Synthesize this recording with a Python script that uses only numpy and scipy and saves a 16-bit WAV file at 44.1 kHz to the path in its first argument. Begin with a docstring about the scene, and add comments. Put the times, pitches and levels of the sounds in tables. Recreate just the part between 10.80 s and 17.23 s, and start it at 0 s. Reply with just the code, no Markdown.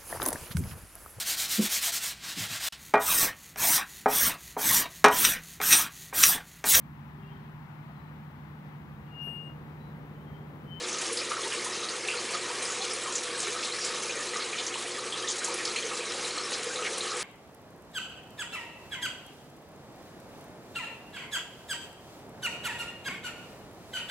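"""An aquarium filter's return stream pours into a tank in a small, hard-walled room.
It churns the water, drives bubbles of all sizes under the surface and throws splashes and droplets.
Two dry ticks snap; below the water the hollows of the filter box gurgle and the pump hums.
Both channels carry the same signal."""
import sys
import numpy as np
from scipy import signal
from scipy.fft import rfft, irfft, next_fast_len
from scipy.io import wavfile
from scipy.ndimage import map_coordinates

SR = 44100
rng = np.random.default_rng(int(sys.argv[2]) if len(sys.argv) > 2 else 0)


def master_out(mix):
    """Clip the mix to full scale and print it as 16-bit PCM to the path in sys.argv[1]."""
    frames = np.transpose(np.atleast_2d(mix))
    ceiling = np.clip(frames, -1, 1)
    pcm = np.round(ceiling * 32767).astype(np.int16)
    wavfile.write(sys.argv[1], SR, pcm)


N = 283563
TOP_HZ = 11000


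def stream(rush_db=-39.5, swarm_db=-40, flutter_db=0.78, flutter_hz=25, follow=0.55):
    """Churning water and its bubbles swell with the fluttering flow and ring the air in the tank."""
    # stream strength: time_s, level_db
    flow_curve = [(0.0, -35), (1.23, -35), (1.59, -33.5), (2.13, -36), (3.08, -34.5), (4.21, -37),
                  (4.49, -37), (4.93, -35.5), (5.17, -35.5), (6.09, -35.5), (6.43, -32)]
    # spectrum of spray and churning: freq_hz, gain_db
    rush_spectrum = [(25, -36), (60, -20.5), (120, -13.5), (300, -1), (600, -0.5), (800, -7), (1150, -3.5),
                     (1550, -3), (2400, -4), (3100, -1), (4000, -6), (5200, -4), (6500, -6), (8500, -6),
                     (11000, -8.5)]
    # air modes over the water: freq_hz, width_hz, gain_db
    tank_modes = [(895, 27, -2), (933, 26, 1), (1028, 47, -3.5), (1127, 21, 2.5), (1253, 72, 0),
                  (1730, 43, -6), (1887, 216, -4), (2163, 89, -2), (2375, 160, -0.5), (2750, 59, -21),
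                  (3400, 51, -7), (3870, 120, -3), (4090, 106, -3), (6560, 540, -11.5)]
    strength_db = np.interp(np.arange(N) / SR, *np.transpose(flow_curve))
    flow = amp(follow * (strength_db - strength_db.mean()) + flutter_db * wobble(flutter_hz))
    noise = rng.standard_normal(N)
    rush = unit(filtered(noise, lambda hz: spectrum_gain(hz, rush_spectrum) * hz / (hz + 20)))
    water = flow * (amp(rush_db) * rush + amp(swarm_db) * swarm())
    return filtered(water, lambda hz: 1 + resonances(hz, tank_modes))


def swarm(low_hz=700, spread_db=2.5, cycles=26, spots=30, per_spot=170):
    """Hundreds of small bubbles a second, from many spots around the inflow; rms 1."""
    # swarm colour: freq_hz, gain_db
    swarm_spectrum = [(500, 4.5), (900, -9), (1250, -1), (1550, -3), (2400, -2.5), (3100, 0.5), (4100, 1),
                      (5200, 3.5), (6700, 4), (8500, 1), (11000, -6.5)]
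    out = np.zeros(N)
    for _ in range(spots):
        when, pitch, life = rng.random((3, per_spot))
        pitch_hz = low_hz * (TOP_HZ / low_hz) ** pitch
        strength = amp(spread_db * np.minimum(rng.standard_normal(per_spot), 2))
        rings = strength[:, None] * ping(pitch_hz, cycles * (0.5 + life), rise=0.026)
        index = (when * N).astype(int)[:, None] + np.arange(rings.shape[1])
        bubbles = np.bincount(index.ravel(), rings.ravel(), N)[:N]
        out += signal.oaconvolve(bubbles, room(wet_db=7, t60_s=0.29))[:N]
    return unit(filtered(out, lambda hz: spectrum_gain(hz, swarm_spectrum)))


def near_bubbles(gain_db=-1.5, satellite_db=-7, clean_db_per_cycle=0.1, scatter_oct=0.15, trail_s=0.03):
    """Loud bubbles trail two satellites each; the longer the ring, the fainter the satellites."""
    # low gulps to fine plinks: start_s, pitch_hz, level_db, ring_cycles
    bubbles = [(0.088, 6200, -33, 19), (0.129, 6160, -31, 13), (0.186, 6450, -32, 20),
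               (0.214, 7640, -33.5, 9.2), (0.31, 483, -31.5, 50), (0.328, 10100, -32, 10),
               (0.373, 4800, -28, 12), (0.39, 5000, -44, 55), (0.415, 490, -34, 38), (0.511, 1250, -28, 22),
               (0.567, 1310, -33.5, 20), (0.575, 1060, -38, 30), (0.63, 400, -35.5, 13),
               (0.652, 888, -35.5, 69), (0.722, 2870, -35, 32), (0.795, 2090, -37.5, 30),
               (0.862, 1010, -36, 36), (1.031, 3920, -31.5, 34), (1.087, 4380, -32, 16),
               (1.285, 2650, -26, 16), (1.312, 2780, -42, 20), (1.336, 1400, -37, 38),
               (1.341, 487, -34, 52), (1.349, 2440, -38, 40), (1.369, 4370, -35, 30),
               (1.535, 2200, -39, 35), (1.543, 1236, -31, 35), (1.701, 945, -38, 32),
               (1.827, 8700, -31.5, 17), (1.853, 5030, -34, 42), (1.895, 1250, -36, 34),
               (1.903, 6730, -33.5, 20), (1.998, 760, -35.5, 46), (2.014, 4120, -32, 40),
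               (2.111, 5130, -33, 20), (2.235, 7560, -35.5, 30), (2.255, 1240, -33, 24),
               (2.276, 1035, -34.5, 49), (2.324, 7050, -33, 6.2), (2.355, 6760, -25.5, 7.6),
               (2.512, 4500, -38, 16), (2.547, 1610, -36, 40), (2.603, 7160, -28.5, 5.2),
               (2.671, 402, -34.5, 19), (2.762, 1230, -36.5, 40), (2.849, 3990, -32.5, 25),
               (2.922, 4120, -33, 56), (3.048, 7460, -31, 8.9), (3.295, 2470, -32.5, 14),
               (3.354, 528, -35.5, 22), (3.354, 1270, -40, 33), (3.358, 1890, -38, 35),
               (3.397, 1770, -34.5, 63), (3.535, 1940, -34, 51), (3.558, 1190, -30.5, 14),
               (3.728, 2380, -33.5, 40), (3.866, 5900, -30.5, 8.7), (3.938, 2900, -35, 41),
               (3.955, 1030, -35.5, 30), (4.178, 1230, -35.5, 45), (4.187, 4100, -39, 41),
               (4.323, 3290, -30, 52), (4.342, 3290, -39, 90), (4.423, 3200, -37, 55),
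               (4.441, 1790, -33.5, 39), (4.474, 3600, -33, 18), (4.485, 6560, -27.5, 15),
               (4.617, 1560, -38, 40), (4.644, 6600, -28.5, 15), (4.68, 950, -34, 18),
               (4.786, 2470, -37, 45), (4.802, 1880, -34, 40), (4.853, 4900, -28.5, 6.8),
               (4.867, 1280, -36.5, 35), (4.905, 4120, -36, 45), (4.96, 2400, -29, 15),
               (4.961, 3160, -36, 12), (4.961, 4170, -31.5, 43), (5.025, 3180, -35.5, 38),
               (5.04, 440, -33.5, 18), (5.113, 1220, -33, 23), (5.19, 474, -34, 46), (5.204, 2470, -35, 50),
               (5.25, 3980, -37.5, 82), (5.442, 3960, -34.5, 70), (5.506, 4200, -35, 62),
               (5.574, 1230, -33, 26), (5.58, 4240, -31.5, 66), (5.636, 5350, -34, 45),
               (5.855, 487, -33.5, 24), (5.9, 1560, -34, 60), (5.946, 480, -34, 41), (5.958, 3944, -33, 35),
               (5.989, 1280, -35, 57), (6.019, 1276, -34, 58), (6.023, 2800, -35.5, 30),
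               (6.019, 430, -36.5, 25), (6.066, 1690, -37, 32), (6.12, 484, -31, 56),
               (6.206, 4000, -31, 25), (6.317, 1260, -32, 53), (6.34, 800, -42, 24)]
    out = np.zeros(N)
    for start_s, pitch_hz, level_db, cycles in bubbles:
        add(out, start_s, plink(pitch_hz, level_db + gain_db, cycles))
        trail_db = level_db + satellite_db - clean_db_per_cycle * cycles
        for when, pitch in rng.random((2, 2)):
            satellite_hz = pitch_hz * 2 ** (scatter_oct * (2 * pitch - 1))
            add(out, start_s + trail_s * when, plink(satellite_hz, trail_db, cycles))
    return out


def plink(pitch_hz, level_db, cycles):
    """One near bubble and its echoes, with the energy of 10 ms at level_db rms."""
    bubble = ping(pitch_hz, cycles, rise=0.012, samples=2000)[0]
    sound = signal.fftconvolve(bubble, room(wet_db=7, t60_s=0.16, early_db=5))
    return amp(level_db) * np.sqrt(0.01 * SR) * sound / np.linalg.norm(sound)


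def ping(pitch_hz, cycles, rise, samples=900):
    """One bubble a row, energy 1: swells, falls 60 dB over `cycles`, climbs in pitch near the surface."""
    age_cycles = np.reshape(pitch_hz, (-1, 1)) * np.arange(samples) / SR
    life = age_cycles / np.reshape(cycles, (-1, 1))
    phase = 2 * np.pi * age_cycles * (1 + rise * np.minimum(life, 1))
    wave = np.sin(phase) * amp(-60 * life) * (1 - np.exp(-age_cycles / 2))
    return wave / np.linalg.norm(wave, axis=1, keepdims=True)


def splashes(per_splash=40):
    """Each splash sheds short-lived bubbles that blend into a rough fizz."""
    # bubble clouds: start_s, length_s, pitch_hz, scatter_oct, level_db
    clouds = [(0.255, 0.025, 5500, 0.3, -36.5), (0.632, 0.02, 3600, 0.14, -38),
              (0.714, 0.04, 2330, 0.24, -38.5), (1.534, 0.018, 4500, 0.15, -36.5),
              (2.016, 0.037, 5400, 0.56, -35), (2.577, 0.017, 8600, 0.12, -36),
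              (2.658, 0.026, 1880, 0.24, -37.5), (2.828, 0.032, 4900, 0.53, -36.5),
              (3.007, 0.045, 5330, 0.14, -35.5), (3.05, 0.044, 5600, 0.35, -42),
              (3.215, 0.03, 6600, 0.27, -38), (3.593, 0.035, 4040, 0.15, -37),
              (3.724, 0.02, 2430, 0.12, -38.5), (3.78, 0.024, 3280, 0.2, -33),
              (4.371, 0.024, 4530, 0.11, -39), (4.501, 0.031, 6200, 0.29, -33),
              (4.58, 0.013, 6300, 0.32, -33.5), (5.727, 0.023, 4640, 0.29, -32.5),
              (6.046, 0.028, 2470, 0.23, -32)]
    out = np.zeros(N)
    for start_s, length_s, pitch_hz, scatter_oct, level_db in clouds:
        cloud = np.zeros(SR // 8)
        delays_s = length_s * rng.random(per_splash)
        offsets_oct = scatter_oct * np.clip(rng.standard_normal(per_splash), -2, 2)
        for delay_s, offset_oct in zip(delays_s, offsets_oct):
            add(cloud, delay_s, ping(pitch_hz * 2 ** offset_oct, cycles=14, rise=0)[0])
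        fizz = signal.fftconvolve(cloud, room(wet_db=0, t60_s=0.12))
        add(out, start_s, amp(level_db) * np.sqrt(length_s * SR) * fizz / np.linalg.norm(fizz))
    return out


def droplets(near_gain_db=17, patter_db=-13.5, range_db=6, patter_count=300):
    """Bright slaps on the surface: a few strong ones over a dense, light patter."""
    # strong droplets: start_s, level_db, highpass_hz
    drops = [(0.329, -16, 8000), (0.376, -16, 9000), (0.508, -29, 5000), (0.8447, -10.5, 8200),
             (2.134, -18, 5500), (2.4335, -18, 2500), (2.604, -23, 8500), (4.645, -14, 7000),
             (4.74, -13.5, 8000), (4.85, -16, 6000), (4.962, -20, 1500), (6.18, -15, 6000),
             (6.367, -18, 6500)]
    near, patter = np.zeros((2, N))
    for start_s, level_db, highpass_hz in drops:
        b, a = signal.butter(2, highpass_hz, "high", fs=SR)
        crack = signal.lfilter(b, a, slap(wet_db=6, attack_s=0.0006))
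        add(near, start_s, amp(level_db + near_gain_db) * crack)
    for when, strength in rng.random((patter_count, 2)):
        crack = slap(wet_db=7, attack_s=0.0026)
        add(patter, when * N / SR, amp(patter_db + range_db * strength) * crack)
    return near + filtered(patter, lambda hz: highpass(hz, edge_hz=3000))


def slap(wet_db, attack_s, t60_s=0.01):
    """A droplet's brief crack and its echo, energy 1."""
    t = np.arange(SR // 50) / SR
    burst = rng.standard_normal(len(t)) * amp(-60 * t / t60_s) * (1 - np.exp(-t / attack_s))
    crack = signal.fftconvolve(burst, room(wet_db, t60_s=0.15))
    return crack / np.linalg.norm(crack)


def ticks(t60_s=0.0011):
    """Close snaps without bass that die within two cycles, with a short echo."""
    # dry ticks: start_s, level_db, pitch_hz
    snaps = [(0.5186, -18, 1150), (5.7198, -15, 1700)]
    out = np.zeros(N)
    t = np.arange(SR // 100) / SR
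    for start_s, level_db, pitch_hz in snaps:
        snap = np.cos(2 * np.pi * pitch_hz * t) * amp(level_db - 60 * t / t60_s)
        add(out, start_s, signal.fftconvolve(snap, room(wet_db=2, t60_s=0.066, early_db=-2)))
    return filtered(out, lambda hz: highpass(hz, edge_hz=450))


def gurgle(level_db=-44, surge_db=1, surge_hz=14):
    """Uneven splashing rings the hollows of the filter box; each throbs on its own."""
    # hollow resonances: freq_hz, width_hz, gain_db
    hollows = [(173.6, 23, -6), (313, 26, -8), (344.3, 25, 0.5), (361, 16.7, 2.5), (390, 54, -3.5),
               (432, 8.1, -1.5), (478, 17.6, 2.5), (490.4, 20, 5.5), (533.6, 22, -1), (1235, 43, -11)]
    out = np.zeros(N)
    for hollow in hollows:
        drive = unit(rng.standard_normal(N) * amp(surge_db * wobble(surge_hz)))
        out += filtered(drive, lambda hz: resonances(hz, [hollow]) * highpass(hz, edge_hz=150) ** 2)
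    return amp(level_db) * unit(out)


def pump(drift_rad=0.46, drift_ref_hz=241.6):
    """Hum lines waver with the load on the impeller; the upper ones drift most in phase."""
    # mains hum and the housing tones it excites: freq_hz, rms_db, waver_db
    hum_lines = [(86.5, -77, 1), (119.6, -63.5, 0.8), (218.3, -64, 1.5), (241.6, -63, 0), (362, -55, 2.5),
                 (434, -55, 2.5), (492.6, -55.5, 2)]
    out = np.zeros(N)
    t = np.arange(N) / SR
    for freq_hz, rms_db, waver_db in hum_lines:
        peak = np.sqrt(2) * amp(rms_db + waver_db * wobble(rate_hz=5))
        phase = 2 * np.pi * (freq_hz * t + rng.random())
        drift = drift_rad * freq_hz / drift_ref_hz * wobble(rate_hz=4.7)
        out += peak * np.sin(phase + drift)
    return out


def room(wet_db, t60_s, early_db=3, early_t60_s=0.039):
    """Impulse response from one spot on the water: direct sound, quick tank echoes, room tail."""
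    t = np.arange(SR // 4) / SR
    early, tail = rng.standard_normal((2, len(t))) * amp(-60 * t / [[early_t60_s], [t60_s]])
    path = amp(early_db) * early / np.linalg.norm(early) + amp(wet_db) * tail / np.linalg.norm(tail)
    path[0] += 1
    return path


def resonances(hz, modes):
    """Summed band-pass response of (freq_hz, width_hz, gain_db) modes."""
    return sum(amp(gain_db) * 1j * hz * width_hz / (freq_hz ** 2 - hz ** 2 + 1j * hz * width_hz)
               for freq_hz, width_hz, gain_db in modes)


def highpass(hz, edge_hz):
    """First-order high-pass response."""
    return 1j * hz / (edge_hz + 1j * hz)


def spectrum_gain(hz, points):
    """Linear gain from (freq_hz, gain_db) points on a log frequency axis."""
    freq_hz, gain_db = np.transpose(points)
    return amp(np.interp(np.log(hz + 1), np.log(freq_hz), gain_db))


def filtered(x, response):
    """Apply response(hz) by FFT."""
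    size = next_fast_len(N + SR // 2)
    return irfft(rfft(x, size) * response(np.fft.rfftfreq(size, 1 / SR)), size)[:N]


def wobble(rate_hz):
    """Smooth random curve, rate_hz knots a second."""
    knots = rng.standard_normal(int(N * rate_hz / SR) + 4)
    return map_coordinates(knots, [np.arange(N) * rate_hz / SR])


def add(track, start_s, sound):
    """Mix a sound into the track in place."""
    part = track[max(round(start_s * SR), 0):][:len(sound)]
    part += sound[:len(part)]


def amp(db):
    """Decibels to gain."""
    return 10 ** (np.asarray(db) / 20)


def unit(x):
    """Scale to rms 1."""
    return x / np.sqrt(np.mean(x ** 2) + 1e-20)


def scene():
    """Water and pump, the same in both channels."""
    mono = stream() + near_bubbles() + splashes() + droplets() + ticks() + gurgle() + pump()
    return np.array([mono, mono])


def record(dry, rolloff_hz=10800):
    """The treble rolls off and ends at TOP_HZ."""
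    lowpass = lambda hz: (hz < TOP_HZ) / np.sqrt(1 + (hz / rolloff_hz) ** 10)
    return np.array([filtered(channel, lowpass) for channel in dry])


dry = scene()
out = record(dry)
master_out(out)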